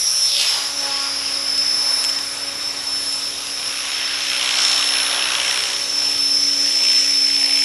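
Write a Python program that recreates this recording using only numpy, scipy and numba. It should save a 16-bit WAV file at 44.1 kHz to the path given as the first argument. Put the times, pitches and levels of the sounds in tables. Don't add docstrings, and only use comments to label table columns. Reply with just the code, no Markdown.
import sys
import numpy as np
from scipy import signal
from scipy.io import wavfile
from scipy.ndimage import uniform_filter1d
from numba import njit

SR = 44100
rng = np.random.default_rng(int(sys.argv[2]) if len(sys.argv) > 2 else 0)


def unload_audio(sound):
    columns = np.transpose(np.atleast_2d(sound))
    steps = np.round(np.clip(columns, -1, 1) * 32767)
    wavfile.write(sys.argv[1], SR, steps.astype(np.int16))


N = 336924


def amp(db):
    return 10 ** (np.asarray(db) / 20)


def unit_level(x):
    return x / np.sqrt(np.mean(np.abs(x) ** 2) + 1e-20)


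def curves(rows):
    times, *columns = np.transpose(rows)
    return [np.interp(np.arange(N) / SR, times, column) for column in columns]


@njit
def smoothed(x, keep):
    out = np.zeros_like(x)
    for k in range(1, len(x)):
        out[k] = keep[k] * out[k - 1] + (1 - keep[k]) * x[k]
    return out


def narrow_band(x, hz, width_hz):
    turn = np.exp(2j * np.pi * np.cumsum(hz) / SR)
    keep = np.exp(-np.pi * width_hz * np.ones(N) / SR)
    for _ in range(2):
        x = 2 * (turn * smoothed(x / turn, keep)).real
    return x


def noise(colour, patchy_db, scale=np.ones(N), steep=np.ones(N)):
    frames, hz = N // 256 + 5, np.fft.rfftfreq(1024, 1 / SR)
    real, imag, patches = rng.standard_normal((frames, 513, 3)).T
    patches = unit_level(uniform_filter1d(uniform_filter1d(patches, 12, 0), 14, 1))
    at = np.clip(np.arange(frames) * 256, 0, N - 1)
    pitch, db = np.transpose(colour)
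    log_pitch = np.log((hz[:, None] + 1) / scale[at])
    shape = amp(steep[at] * np.interp(log_pitch, np.log(pitch), db, -120, -120))
    spectrum = (real + 1j * imag) * shape / np.linalg.norm(shape, axis=0) * amp(patchy_db * patches)
    return unit_level(signal.istft(spectrum, nperseg=1024, noverlap=768)[1][:N])


def tones(angle, rows, waver, per_s):
    step, at, out = np.arange(N // 128 + 2), np.arange(N) / 128, np.zeros(N)
    window = np.hanning(int(SR / 128 / max(per_s, 1)) + 3)
    for multiple, db in rows:
        drift = rng.standard_normal((len(step), 2)) @ [1, 1j]
        drift = unit_level(np.convolve(drift, window, "same"))
        drift = (1 + waver * drift) / np.sqrt(1 + waver ** 2)
        slip = np.interp(at, step, np.unwrap(np.angle(drift)) + 2 * np.pi * rng.random())
        out += np.interp(at, step, amp(db) * abs(drift)) * np.cos(multiple * angle + slip)
    return np.sqrt(2) * out


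TEETH = 170
# time_s, pitch_hz
WHINE_PITCH = [(0, 5322), (.3, 5332), (.58, 5339), (.77, 5331), (.82, 5307), (.88, 5260), (.94, 5243),
               (1.2, 5238.5), (1.5, 5249), (1.9, 5286), (2.4, 5294), (3, 5301.5), (3.2, 5297), (3.6, 5307),
               (4.2, 5320.5), (4.65, 5337), (5.4, 5343), (5.7, 5340), (6, 5331), (6.22, 5315.5),
               (6.75, 5309), (7.2, 5299.5), (7.64, 5301.5)]
def rotor_angle():
    return 2 * np.pi * np.cumsum(curves(WHINE_PITCH)[0]) / SR / TEETH


# time_s, level_db
WHINE_LEVEL = [(0, -25.5), (.3, -17.5), (.4, -30), (.5, -22), (.62, -45), (.85, -27), (1.3, -28.5),
               (1.6, -19.5), (1.85, -20.5), (2.12, -23.5), (2.38, -36), (2.68, -24.5), (2.81, -33),
               (2.92, -23), (3.2, -26), (3.5, -34), (3.68, -25.5), (3.82, -35), (4.02, -26.5), (4.5, -30.5),
               (4.65, -19.5), (4.9, -23), (5.1, -25), (5.35, -31.5), (5.52, -26.5), (5.72, -35),
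               (5.92, -22.5), (6.15, -20.5), (6.5, -17.5), (6.66, -20.5), (6.85, -16.5), (7.64, -17.5)]
# time_s, below_db, above_db, four strong_db columns
GEAR_FACING = [(0, -45, -28, -36, -41, -30, -44), (.2, -43, -27, -39, -40, -32.5, -53),
               (.35, -30, -33, -40, -47, -37, -41), (.56, -27, -37, -40, -51, -38, -42),
               (.8, -44, -35.5, -55, -40, -48, -52), (1.05, -31.5, -35.5, -47, -47, -41, -58),
               (1.5, -36, -36.5, -42, -45, -42, -61), (2, -36, -34.5, -42, -33, -51, -53),
               (2.3, -41, -41.5, -63, -60, -45, -39.5), (2.75, -44, -40, -61, -54, -48, -47),
               (3.05, -41, -40, -64, -48, -44.5, -35), (3.7, -40, -38, -66, -53, -37.5, -62),
               (4.4, -41, -39, -63, -56, -44, -37.5), (4.62, -40, -32.5, -58, -37.5, -57, -46),
               (5.05, -51, -37.5, -54, -33, -52, -48), (5.5, -51, -35.5, -38, -40, -63, -65),
               (6.1, -41, -36, -59, -42.5, -42, -46), (6.4, -39, -29.5, -48, -38.5, -47, -47),
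               (6.7, -43, -30.5, -43, -56, -45, -44), (7.05, -44, -29.5, -54, -40, -44, -50),
               (7.3, -42, -35, -58, -41, -46, -55), (7.64, -36, -33, -48, -36.5, -55, -58)]
# cycles_per_turn, gain_db
TONES_BELOW = [(157, -12), (160, -9), (162, -12), (164, -7), (165, -9), (166, -11)]
TONES_AROUND = [(168, -1), (169, -7), (171, -6), (172, 0), (174, -3)]
TONES_ABOVE = [(176, -8), (178, -9), (179, -11), (180, -3), (181, -12), (182.14, -3), (183.1, -16),
               (184, -13), (186, -8), (188, -13), (190, -14), (192, -17), (194.3, -9), (198, -19),
               (200, -20), (202, -22), (204, -21)]
TONES_OCTAVE = [(324, -18), (332, -14), (333, -11), (334, -12), (335, -15), (336, -15), (341, -13),
                (344, -17), (345, -18), (346, -18), (347, -16), (348, -19), (360, -20), (364, -18),
                (376.3, -24)]
# cycles_per_turn, gain_db
STRONG_GROUPS = [
    [(316, 0), (303.8, -10), (309, -10)],
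    [(328, 0), (321, -12), (322, -11)],
    [(340, 0)],
    [(352, 0)],
]
def gear_whine(angle):
    whine = amp(curves(WHINE_LEVEL)[0])
    below, above, *strong = amp(curves(GEAR_FACING))
    around = amp(-28) * np.sqrt(uniform_filter1d(whine, size=20000))
    octave = np.sqrt(sum(gain ** 2 for gain in strong))
    out = whine * tones(angle, [(TEETH, 0)], waver=.2, per_s=14)
    out += around * tones(angle, TONES_AROUND, waver=.78, per_s=6)
    out += below * tones(angle, TONES_BELOW, waver=.5, per_s=9)
    out += above * tones(angle, TONES_ABOVE, waver=.6, per_s=9)
    out += below * tones(angle, [(TEETH - 12, 0)], waver=.3, per_s=14)
    out += octave * tones(angle, TONES_OCTAVE, waver=.32, per_s=5.8)
    for gain, rows in zip(strong, STRONG_GROUPS):
        out += gain * tones(angle, rows, waver=.45, per_s=20)
    hiss = noise([(4700, -6), (5200, -4.5), (5700, -3), (6100, -9), (6700, -47)], patchy_db=4)
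    top_hiss = noise([(9300, -20), (9900, -4), (10500, -2.5), (11100, -4), (11900, -18)], patchy_db=1.5)
    return out + above * amp(.5) * hiss + octave * amp(-1) * top_hiss


# time_s, middle_db, slap_share (0 to 1)
RUSH_LEVEL = [(0, -32, 0), (.25, -29.5, 0), (.33, -26.5, 0.5), (.41, -20, 0.33), (.5, -23.5, 0.16),
              (.63, -27, 0.07), (.73, -34, 0.16), (.88, -29, 0.07), (1.2, -30.5, 0.17), (1.45, -32, 0),
              (2, -31.5, 0), (2.25, -33.5, 0), (2.8, -34, .01), (3.5, -33.5, 0.27), (3.98, -26, 0.3),
              (4.12, -27, 0.23), (4.35, -23.5, 0.5), (4.58, -21.5, .58), (4.9, -24, 0.64),
              (5.5, -22.5, 0.5), (5.72, -26.5, 0.48), (5.9, -31, 0.07), (6.1, -29.5, 0.33), (6.35, -32, .1),
              (6.6, -30.5, 0.3), (6.85, -26, .5), (7, -27, 0.42), (7.22, -30.5, 0.37), (7.47, -27, 0.62),
              (7.64, -26.5, .5)]
# time_s, middle_hz, low_hz, low_vs_middle_db, high_rest_db, high_steepness, ground_echo_ms
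ROTOR_VIEW = [(0, 3670, 720, -14, -36, .4, 1.8), (.4, 3720, 880, -16.5, -35.5, 0.47, 2),
              (.72, 3060, 890, -5.5, -33.5, 0.61, 2.4), (1.05, 3150, 856, -8, -37.5, 0.98, 2.2),
              (1.5, 2660, 970, -8, -36, 0.91, 2.1), (2, 2670, 930, -5.5, -32, .7, 2),
              (2.5, 2680, 950, -6, -36, 0.78, 2), (3.2, 3100, 865, -5.5, -32.5, 1.1, 2.1),
              (4.1, 2950, 1270, -7.5, -38, 1.1, 1.8), (4.7, 3190, 1250, -5, -29.5, 1.8, 3.4),
              (5.2, 3050, 1100, -5, -33.5, 2, 2.4), (5.6, 2820, 900, -9, -31.5, 1.3, 1.7),
              (6.3, 2890, 766, -10.5, -33.5, 0.96, 2.1), (7, 2740, 700, -14.5, -31, 0.98, 2),
              (7.64, 2580, 696, -14.5, -33, 1.1, 1.7)]
# multiple_of_centre_pitch, level_db
LOW_COLOUR = [(.1, -23), (.25, -17), (.5, -4.5), (.8, 0), (1.1, 2.5), (1.6, 2), (2.6, -4)]
MIDDLE_COLOUR = [(.2, -27), (.5, -11), (.7, -3.5), (.9, 0.5), (1.1, 0), (1.3, -2), (1.5, -5.5), (1.8, -7.5),
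                 (2.3, -11.5)]
# pitch_hz, level_db
HIGH_COLOUR = [(3500, 0.5), (5200, -2.5), (6200, -1), (7500, -3.5), (9300, -6.5), (11000, -14.5),
               (12000, -14.5), (12700, -17)]
def blade_rush(angle):
    middle_db, slap_share = curves(RUSH_LEVEL)
    middle_hz, low_hz, low_db, high_rest_db, high_steepness, echo_ms = curves(ROTOR_VIEW)
    middle_steepness = .55 + 2 * slap_share
    high_db = high_rest_db + .57 * (middle_db + 30)
    phase_per_ms = 2 * np.gradient(angle) * SR / 1000
    phase = 2 * angle + phase_per_ms * .51 * echo_ms
    slap = (phase / (2 * np.pi) + .5).astype(int)
    size = amp(rng.uniform(-3, 3, slap.max() + 1))[slap]
    phase += phase_per_ms * .65 * rng.uniform(-1.1, 1, slap.max() + 1)[slap]

    def slaps(sharp, delay_ms, depth=1):
        direct = np.exp(sharp * np.cos(phase - phase_per_ms * delay_ms))
        bounce = .45 * np.exp(sharp * np.cos(phase - phase_per_ms * (delay_ms + echo_ms)))
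        burst = (direct + bounce) * (1 + .22 * np.cos(angle)) * size
        share = np.clip(depth * slap_share, 0, .95)
        return np.sqrt(1 - share + share * burst / burst.mean())

    low = amp(low_db) * noise(LOW_COLOUR, 1.8, low_hz) * slaps(sharp=.97, delay_ms=6.5) ** .54
    middle = noise(MIDDLE_COLOUR, 1.2, middle_hz, middle_steepness) * slaps(sharp=14, delay_ms=.5)
    high = noise(HIGH_COLOUR, 1.8, steep=high_steepness) * slaps(sharp=24, delay_ms=0, depth=1.03)
    return amp(middle_db) * (low + middle) + amp(high_db) * high


# cycles_per_turn, level_db
THUD_TONES = [(6, -66), (8, -69.5), (10, -65.5), (12.14, -56.5), (14, -59), (16, -57)]
# time_s, gain_db
THUD_SWELL = [(0, -12), (.5, -4), (1, 0.5), (5, 0), (5.6, 8.5), (5.85, 3), (7.64, 2.5)]
def blade_thud(angle):
    return amp(curves(THUD_SWELL)[0]) * tones(angle, THUD_TONES, waver=.48, per_s=6.3)


# time_s, hum_db, overtones_db
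TAIL_LEVEL = [(0, -59, -54), (.4, -62, -48.5), (.8, -45.5, -51), (1.4, -45.5, -48), (2, -48, -48),
              (2.6, -48, -51.5), (3.2, -49, -55.5), (3.9, -51, -54.5), (4.3, -48.5, -49), (5, -45.5, -49.5),
              (5.6, -54, -43), (6.1, -42.5, -50.5), (6.65, -40.5, -49), (6.85, -46.5, -49), (7.1, -41, -55),
              (7.64, -39, -54)]
def tail_hum(angle):
    hum, overtones = amp(curves(TAIL_LEVEL))
    out = hum * tones(angle, [(9, 0)], waver=.15, per_s=8)
    return out + overtones * tones(angle, [(18, 1.5), (27, -5.5), (36, -4.5)], waver=.47, per_s=6.5)


# cycles_per_turn, level_db
DRIVE_TONES = [(2, -58.5), (4, -59), (40.5, -52.5), (48.57, -52.5), (105.6, -54), (121.43, -44),
               (145.7, -46.5), (229, -56)]
def drive_drone(angle):
    return tones(angle, DRIVE_TONES, waver=.51, per_s=15)


# pitch_hz, level_db
CONTROLLER_TONE = [(7192, -49.5)]
def controller_whistle():
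    return tones(2 * np.pi * np.arange(N) / SR, CONTROLLER_TONE, waver=.12, per_s=4.5)


# time_s, pitch_hz, level_db
TREE_ECHO = [(0, 5345, -33), (.5, 5343, -29), (.85, 5290, -28.5), (2, 5315, -29.5), (2.6, 5312, -33),
             (3.7, 5290, -33), (5, 5310, -31), (5.5, 5305, -30.5), (6, 5285, -28), (7, 5262, -27.5),
             (7.64, 5250, -27)]
def tree_echo():
    hz, db = curves(TREE_ECHO)
    return amp(db) * unit_level(narrow_band(rng.standard_normal(N), hz, width_hz=52))


# pitch_hz, level_db
WIND_COLOUR = [(25, -30), (40, -21), (60, 4), (120, -3.5), (250, -0.5), (450, 1), (800, 2), (1200, -37)]
# time_s, level_db
WIND_GUSTS = [(0, -52), (.6, -50), (2, -47), (4.3, -51), (6.3, -48.5), (7.2, -49), (7.64, -52)]
def wind():
    return amp(curves(WIND_GUSTS)[0]) * noise(WIND_COLOUR, patchy_db=1.5)


# time_s, level_db, brightest_hz, filter_width_hz
TURN_BUZZ = [(.15, -55, 4200, 2000), (.3, -27, 3700, 1000), (.42, -23.5, 3300, 1500), (.5, -34, 2800, 2400),
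             (.6, -39, 1000, 1500), (.68, -42, 800, 1000), (.76, -50, 800, 1000), (.87, -32, 700, 800),
             (.95, -37, 1050, 700), (1.05, -34, 1120, 600), (1.12, -46, 1200, 1200), (1.5, -55, 1300, 1500)]
def tail_buzz(angle):
    db, hz, width_hz = curves(TURN_BUZZ)
    pulses = tones(angle, [(9 * k, 0) for k in range(2, 20)], waver=.4, per_s=12)
    buzz = narrow_band(pulses, hz, width_hz)
    buzz /= np.sqrt(uniform_filter1d(buzz ** 2, size=4000))
    t = np.arange(N) / SR
    biting = (t > TURN_BUZZ[0][0]) & (t < TURN_BUZZ[-1][0])
    return biting * amp(db) * buzz


# start_s, level_db, dull_vs_bright_db
DRY_TICKS = [(1.5803, -10, -9), (2.0411, -3.5, -8), (2.0479, -9, -10), (2.0491, -10, 1), (2.0892, -23, 6),
             (2.0939, -16, 3), (2.1506, -16, -4), (2.1882, -21, 10), (2.6295, -17, -2), (3.1269, -17, -2)]
def ticks():
    out, t = np.zeros(N), np.arange(130) / SR
    for start_s, db, dull_db in DRY_TICKS:
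        bright = np.sin(2 * np.pi * 7500 * t) * np.exp(-t / .00022)
        dull = amp(dull_db) * np.cos(2 * np.pi * 3000 * t) * np.exp(-t / .0004)
        at = round(start_s * SR)
        out[at:at + len(t)] += amp(db) * (bright + dull)
    return signal.lfilter(*signal.butter(2, 1200, "high", fs=SR), out)


def scene():
    angle = rotor_angle()
    helicopter = gear_whine(angle) + blade_rush(angle) + blade_thud(angle) + tail_hum(angle)
    helicopter += drive_drone(angle) + controller_whistle() + tail_buzz(angle)
    return (helicopter + tree_echo() + wind() + ticks())[None]


def record(dry):
    knee, headroom, cutoff_hz = .65, .27, 12620
    peaks = np.sign(dry) * (knee + headroom * np.tanh((abs(dry) - knee) / headroom))
    rounded = np.where(abs(dry) < knee, dry, peaks)
    low_pass = signal.firwin(511, cutoff_hz, window=("kaiser", 9), fs=SR)
    return signal.oaconvolve(rounded, low_pass[None], "same")


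dry = scene()
out = record(dry)
unload_audio(out)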